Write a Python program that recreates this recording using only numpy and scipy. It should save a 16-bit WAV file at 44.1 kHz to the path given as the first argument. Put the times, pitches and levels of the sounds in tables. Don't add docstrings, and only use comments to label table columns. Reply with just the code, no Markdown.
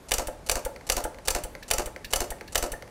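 import sys
import numpy as np
from scipy import signal
from scipy.fft import rfft, irfft
from scipy.io import wavfile
from scipy.ndimage import uniform_filter1d

SR = 44100
rng = np.random.default_rng(int(sys.argv[2]) if len(sys.argv) > 2 else 0)


def pcm_store(signal):
    levels = np.round(np.clip(np.atleast_2d(signal), -1, 1) * 32767)
    wavfile.write(sys.argv[1], SR, levels.astype(np.int16).T)


def rack_gain(trim_db):
    fader = np.asarray(trim_db, float)
    return 10 ** (fader / 20)


N = 127890

# start in seconds, peak level in dB.
SNAPS = [
    (0.1171, -7),
    (0.4955, -7.5),
    (0.8983, -7),
    (1.282, -6.5),
    (1.711, -6.5),
    (2.134, -7),
    (2.555, -7),
]
# start in seconds, peak level in dB.
BOUNCES = [
    (0.1379, -11.5),
    (0.5147, -12.5),
    (0.9205, -13),
    (1.3043, -13.5),
    (1.735, -13.5),
    (2.1587, -13),
    (2.578, -14),
]
# start in seconds, peak level in dB.
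LANDINGS = [
    (0.181, -19),
    (0.5536, -21.5),
    (0.9651, -18.5),
    (1.3475, -19),
    (1.7811, -18.5),
    (2.2029, -19),
    (2.6243, -19.5),
]
# start in seconds, peak level in dB, fairing knock level in dB.
RETURNS = [
    (0.2708, -18.5, -28.5),
    (0.6493, -17, -27),
    (1.039, -17.5, -24),
    (1.4364, -19, -35.5),
    (1.858, -19.5, -31.5),
    (2.3038, -18.5, -33),
    (2.7182, -18.5, -32),
]
# start in seconds, peak level in dB.
SLIPS = [
    (0.0852, -28.5),
    (0.4633, -26.5),
    (0.8672, -28),
    (1.2518, -28),
    (1.6805, -28),
    (2.1058, -28),
    (2.5225, -27.5),
]
# start in seconds, peak level in dB.
TICKS = [
    (0.7611, -32.5),
    (0.81, -40.5),
    (1.1448, -39),
    (1.1854, -35.5),
    (1.5508, -31.5),
    (1.9616, -29.5),
    (2.385, -45.5),
    (2.4096, -29),
    (2.823, -30.5),
    (2.8767, -43),
]
# start in seconds, peak level in dB.
CREAKS = [
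    (1.6266, -31.5),
    (2.0452, -25),
    (2.4762, -34.5),
]
# start in seconds, frequency in Hz, level in dB.
BLIPS = [
    (1.625, 1730, -37),
    (2.044, 1744, -33.5),
    (2.322, 1854, -33),
    (2.738, 1783, -29),
    (1.879, 1800, -40),
    (2.483, 1710, -41),
]
# start in seconds, length in seconds, from Hz, to Hz, level in dB.
WHISTLES = [
    (0.0, .09, 13200, 11300, -67),
    (1.47, .15, 12600, 10100, -64),
]

# frequency in Hz, level in dB per Hz.
SNAP_COLOUR = [(590, -25), (1000, -10), (2190, -7), (3010, -3.5), (5050, -10), (7520, -3), (15400, -15),
               (16500, 1)]
BOUNCE_COLOUR = [(590, -38), (1000, -14), (3010, -8), (3680, -13), (7010, 2), (10600, -3), (16500, -13.5)]
LANDING_COLOUR = [(590, -34.5), (1000, -7), (3810, -14), (5950, -10), (6690, -4), (15000, -17.5),
                  (16500, -33)]
RETURN_COLOUR = [(590, -85), (1000, -19), (2530, -9), (5230, -13.5), (8460, 1), (15200, -13.5), (16500, 0)]
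SLIP_COLOUR = [(940, -34), (1600, -12), (4050, -4), (8920, 4), (15300, -16), (16500, -26)]
TICK_COLOUR = [(590, -27), (1000, -6.5), (1910, 1), (3350, -14), (5810, -11.5), (16500, -24)]
CREAK_COLOUR = [(590, -59), (1000, -37), (2300, -7.5), (4330, -5), (6530, -14.5), (15600, -16),
                (16500, -37)]
# frequency in Hz, level in dB per Hz.
AIR_COLOUR = [(15, -41), (25, 8.5), (220, -3.5), (568, -7), (3230, -24.5), (6380, -26.5), (10400, -29),
              (15200, -40), (16500, -80)]
# frequency in Hz, level in dB, 60 dB decay in seconds.
METAL_MODES = [(1917, -20, 0.014), (2770, -30, 0.06), (3038, -1, 0.017), (4756, 1.5, 0.0094),
               (5925, -6, 0.016), (6220, 3, 0.011), (7343, -6.5, 0.0067), (7817, -4.5, 0.0075),
               (9032, -16.5, 0.0083), (10063, -9, .025)]
# frequency in Hz, level in dB, 60 dB decay in seconds.
FAIRING_MODES = [(308, -14.5, 0.047), (374, -9, 0.053), (483, -8.5, 0.049), (532.4, -0.5, 0.068),
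                 (553.8, 0.5, 0.074), (599.7, -0.5, 0.075), (679, -2.5, 0.093), (741, -2.5, .05),
                 (842.5, -6.5, 0.07), (904, -4, 0.021), (933, -22, .05), (1212, -7, 0.041),
                 (1309, -9, 0.07), (1390, -23, 0.14)]

SNAP = dict(rise_ms=0.56, hold_ms=1.3, t60=0.023, db=2, knock_db=-14, knock_ms=0)
BOUNCE = dict(rise_ms=0.33, hold_ms=0.81, t60=0.041, db=-1, knock_db=-9.5, knock_ms=0.82)
LANDING = dict(rise_ms=2.34, hold_ms=1.5, t60=0.018, db=2, knock_db=-6, knock_ms=3.26)
AFTER = dict(rise_ms=1.5, hold_ms=3, t60=0.042, db=-0.5, knock_db=-8, knock_ms=1.53)
RETURN = dict(rise_ms=0.35, hold_ms=2.3, t60=0.051, db=-3, knock_db=5.5, knock_ms=11)
SLIP = dict(rise_ms=0.5, hold_ms=6.3, t60=0.025, db=-9.5, knock_db=-12, knock_ms=0.88)
TICK = dict(rise_ms=0.33, hold_ms=1, t60=0.017, db=-2, knock_db=-3.5, knock_ms=0.82)
CREAK = dict(rise_ms=1.2, hold_ms=4.5, t60=0.038, db=-6.5, knock_db=-26, knock_ms=0.87)
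PRETICK = dict(rise_ms=0.17, hold_ms=0.67, t60=0.028, db=-1, knock_db=-14, knock_ms=0.86)

PRETICK_LEAD_S, PRETICK_DB = 0.0073, -14
SLIP_AGAIN_S, SLIP_AGAIN_DB = 0.006, -2.5
AFTER_LANDING_S, AFTER_LANDING_DB = (0.011, 0.019, 0.036), (-7, -17, -15)
AFTER_KNOCK_DB = 12.5
SNAP_THUMP_DB = 5
CRACK_DB, CRACK_DELAY_S = 4, 0.0008
SAME_SHARE = 0.65
GRAIN_DB = 3.5
METAL_DB, RATTLE_DB, FAIRING_DB = -36, -5.5, -34
FAIRING_LOW_HZ = 319
KNOCK_RISE_S, KNOCK_HOLD_S, KNOCK_T60_S = 0.00074, 0.0012, 0.068
BLIP_RISE_S, BLIP_T60_S = 0.0019, 0.025
CREAK_FROM_HZ, CREAK_TO_HZ, CREAK_SWEEP_S, CREAK_SWEEP_DB = 2500, 5240, 0.0035, -20.5
SWAY_HZ, SWAY_DEEP_HZ, SWAY_DEEP_DB = 36.1, 28.5, -6.5
SWAY_T60_S, SWAY_SOFT_HZ = 0.072, 119
SWAY_LEAD_S, SWAY_DB = (0.0048, 0.00044, 0.00017, 0.00033, 0.00086), (-26, -24, -21, -6.5, -13)
ROOM_DB, ROOM_T60_S, WALL_CUT_HZ = -11, 0.45, 1140
ROOM_HIGH_DB, ROOM_HIGH_T60_S, ROOM_ONSET_S = -3, 0.26, 0.012
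AIR_DB = -48
MIC_LOW_HZ, MIC_TOP_HZ = 14, 16150


def lever():
    snaps, landings = np.array(SNAPS), np.array(LANDINGS)
    preticks = snaps + [-PRETICK_LEAD_S, PRETICK_DB]
    after = np.vstack([landings + [s, db] for s, db in zip(AFTER_LANDING_S, AFTER_LANDING_DB)])
    slips = np.vstack([SLIPS, np.add(SLIPS, [SLIP_AGAIN_S, SLIP_AGAIN_DB])])
    after_gain = rack_gain(np.array([[0], [AFTER_KNOCK_DB]]))
    rattle, push = (contact(snaps, SNAP, SNAP_COLOUR)
                    + contact(BOUNCES, BOUNCE, BOUNCE_COLOUR)
                    + contact(preticks, PRETICK, LANDING_COLOUR)
                    + contact(landings, LANDING, LANDING_COLOUR)
                    + contact(after, AFTER, LANDING_COLOUR) * after_gain
                    + contact(RETURNS, RETURN, RETURN_COLOUR)
                    + contact(slips, SLIP, SLIP_COLOUR)
                    + contact(TICKS, TICK, TICK_COLOUR)
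                    + contact(CREAKS, CREAK, CREAK_COLOUR))
    metal = sum(rack_gain(METAL_DB + db) * ring(rattle, hz, t60) for hz, db, t60 in METAL_MODES)
    push[(snaps[:, 0] * SR).astype(int)] += rack_gain(snaps[:, 1] + SNAP_THUMP_DB)
    push = signal.sosfilt(signal.butter(2, FAIRING_LOW_HZ, "high", fs=SR, output="sos"), push)
    fairing = sum(rack_gain(FAIRING_DB + db) * ring(push, hz, t60) for hz, db, t60 in FAIRING_MODES)
    return rack_gain(RATTLE_DB) * rattle + metal + fairing + cracks() + blips() + creaks()


def contact(rows, kind, points):
    rows = np.array(rows)
    grain = burst(rows, kind["rise_ms"] / 1000, kind["hold_ms"] / 1000, kind["t60"])
    rattle = rack_gain(kind["db"]) * colour(grain, points)
    knocks = np.c_[rows[:, 0] + kind["knock_ms"] / 1000, rows[:, -1] + kind["knock_db"]]
    push = burst(knocks, KNOCK_RISE_S, KNOCK_HOLD_S, KNOCK_T60_S)
    return np.array([rattle, push])


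def burst(rows, rise, hold, t60):
    alike = shape(rows, rise, hold, t60, grains()[:SR // 4])
    fresh = grains() * shape(rows, rise, hold, t60)
    return np.sqrt(SAME_SHARE) * alike + np.sqrt(1 - SAME_SHARE) * fresh


def grains():
    size_db = GRAIN_DB * np.minimum(rng.exponential(1, N), 4)
    return rms_one(rng.standard_normal(N) * rack_gain(size_db))


def shape(rows, rise, hold, t60, same=1):
    out = np.zeros(N + SR)
    t = np.arange(SR // 4) / SR
    fall = rack_gain(-60 * np.maximum(t - rise - hold, 0) / t60)
    one = same * np.clip(t / max(rise, 1e-5), 0, 1) * fall
    for s, db in np.array(rows)[:, :2]:
        start = int(s * SR)
        out[start:start + len(t)] += rack_gain(db) * one
    return out[:N]


def cracks():
    clicks, rows = np.zeros(N), np.array(SNAPS)
    clicks[((rows[:, 0] + CRACK_DELAY_S) * SR).astype(int)] = -rack_gain(rows[:, 1] + CRACK_DB)
    return colour(clicks, SNAP_COLOUR)


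def blips():
    t, out = np.arange(N) / SR, np.zeros(N)
    for s, hz, db in BLIPS:
        out += shape([(s, db)], BLIP_RISE_S, 0, BLIP_T60_S) * np.sin(2 * np.pi * hz * t)
    return out


def creaks():
    t, out = np.arange(N) / SR, np.zeros(N)
    for s, db in CREAKS:
        hz = CREAK_FROM_HZ + (CREAK_TO_HZ - CREAK_FROM_HZ) * np.clip((t - s) / CREAK_SWEEP_S, 0, 1)
        rough = rms_one(uniform_filter1d(rng.standard_normal(N), size=40))
        envelope = shape([(s, db + CREAK_SWEEP_DB)], 0.0011, CREAK_SWEEP_S, 0.043)
        out += envelope * rough * np.sin(2 * np.pi * np.cumsum(hz) / SR)
    return out


def sway():
    kicks = np.zeros(N)
    events = (SNAPS, BOUNCES, LANDINGS, RETURNS, CREAKS)
    follows_peak = (False, False, False, True, True)
    for rows, lead, db, own in zip(events, SWAY_LEAD_S, SWAY_DB, follows_peak):
        rows = np.array(rows)
        kicks[((rows[:, 0] - lead) * SR).astype(int)] += rack_gain(db + own * rows[:, 1])
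    soft = signal.sosfilt(signal.butter(2, SWAY_SOFT_HZ, fs=SR, output="sos"), kicks)
    deep = rack_gain(SWAY_DEEP_DB) * ring(soft, SWAY_DEEP_HZ, SWAY_T60_S)
    return ring(soft, SWAY_HZ, SWAY_T60_S) + deep


def whistles():
    t, out = np.arange(N) / SR, np.zeros(N)
    waver = 1 + 0.5 * rms_one(uniform_filter1d(rng.standard_normal(N), size=300))
    for s, length, from_hz, to_hz, db in WHISTLES:
        u = np.clip((t - s) / length, 0, 1)
        hz = from_hz + (to_hz - from_hz) * u ** 1.5
        out += rack_gain(db) * np.sin(np.pi * u) * np.sin(2 * np.pi * np.cumsum(hz) / SR)
    return out * waver


def workshop(x):
    t = np.arange(SR // 2) / SR
    white = rng.standard_normal(len(t))
    low = signal.sosfilt(signal.butter(1, WALL_CUT_HZ, fs=SR, output="sos"), white)
    high_tail = rack_gain(ROOM_HIGH_DB) * (white - low) * rack_gain(-60 * t / ROOM_HIGH_T60_S)
    tail = low * rack_gain(-60 * t / ROOM_T60_S) + high_tail
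    tail = tail * np.clip(t / ROOM_ONSET_S, 0, 1) ** 2
    return signal.fftconvolve(x, tail / np.sqrt(np.sum(tail ** 2)))[:N]


def air():
    return rack_gain(AIR_DB) * rms_one(colour(rng.standard_normal(N), AIR_COLOUR))


def ring(x, hz, t60):
    r, w = rack_gain(-60 / (t60 * SR)), 2 * np.pi * hz / SR
    return signal.lfilter([0, np.sin(w)], [1, -2 * r * np.cos(w), r * r], x + 1e-18)


def colour(x, points):
    hz, db = np.transpose(points)
    grid = np.maximum(np.fft.rfftfreq(4096, 1 / SR), 5)
    level = np.interp(np.log(grid), np.log(hz), db)
    level = level - 18 * np.maximum(np.log2(hz[0] / grid), 0)
    cepstrum = irfft(level * np.log(10) / 20)
    cepstrum[1:2048] *= 2
    cepstrum[2049:] = 0
    pulse = irfft(np.exp(rfft(cepstrum)))
    return signal.fftconvolve(x, pulse / np.sqrt(np.sum(pulse ** 2)))[:N]


def rms_one(x):
    return x / np.sqrt(np.mean(x ** 2) + 1e-20)


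def scene():
    near = lever()
    return (near + rack_gain(ROOM_DB) * workshop(near) + sway() + whistles() + air())[None]


def band_limit(x):
    return signal.sosfilt(signal.butter(12, 17150, fs=SR, output="sos"), x)


def record(dry):
    dry = signal.sosfilt(signal.butter(1, MIC_LOW_HZ, "high", fs=SR, output="sos"), dry)
    mix = signal.sosfilt(signal.cheby2(12, 38, MIC_TOP_HZ, fs=SR, output="sos"), dry)
    return band_limit(mix)


dry = scene()
out = record(dry)
pcm_store(out)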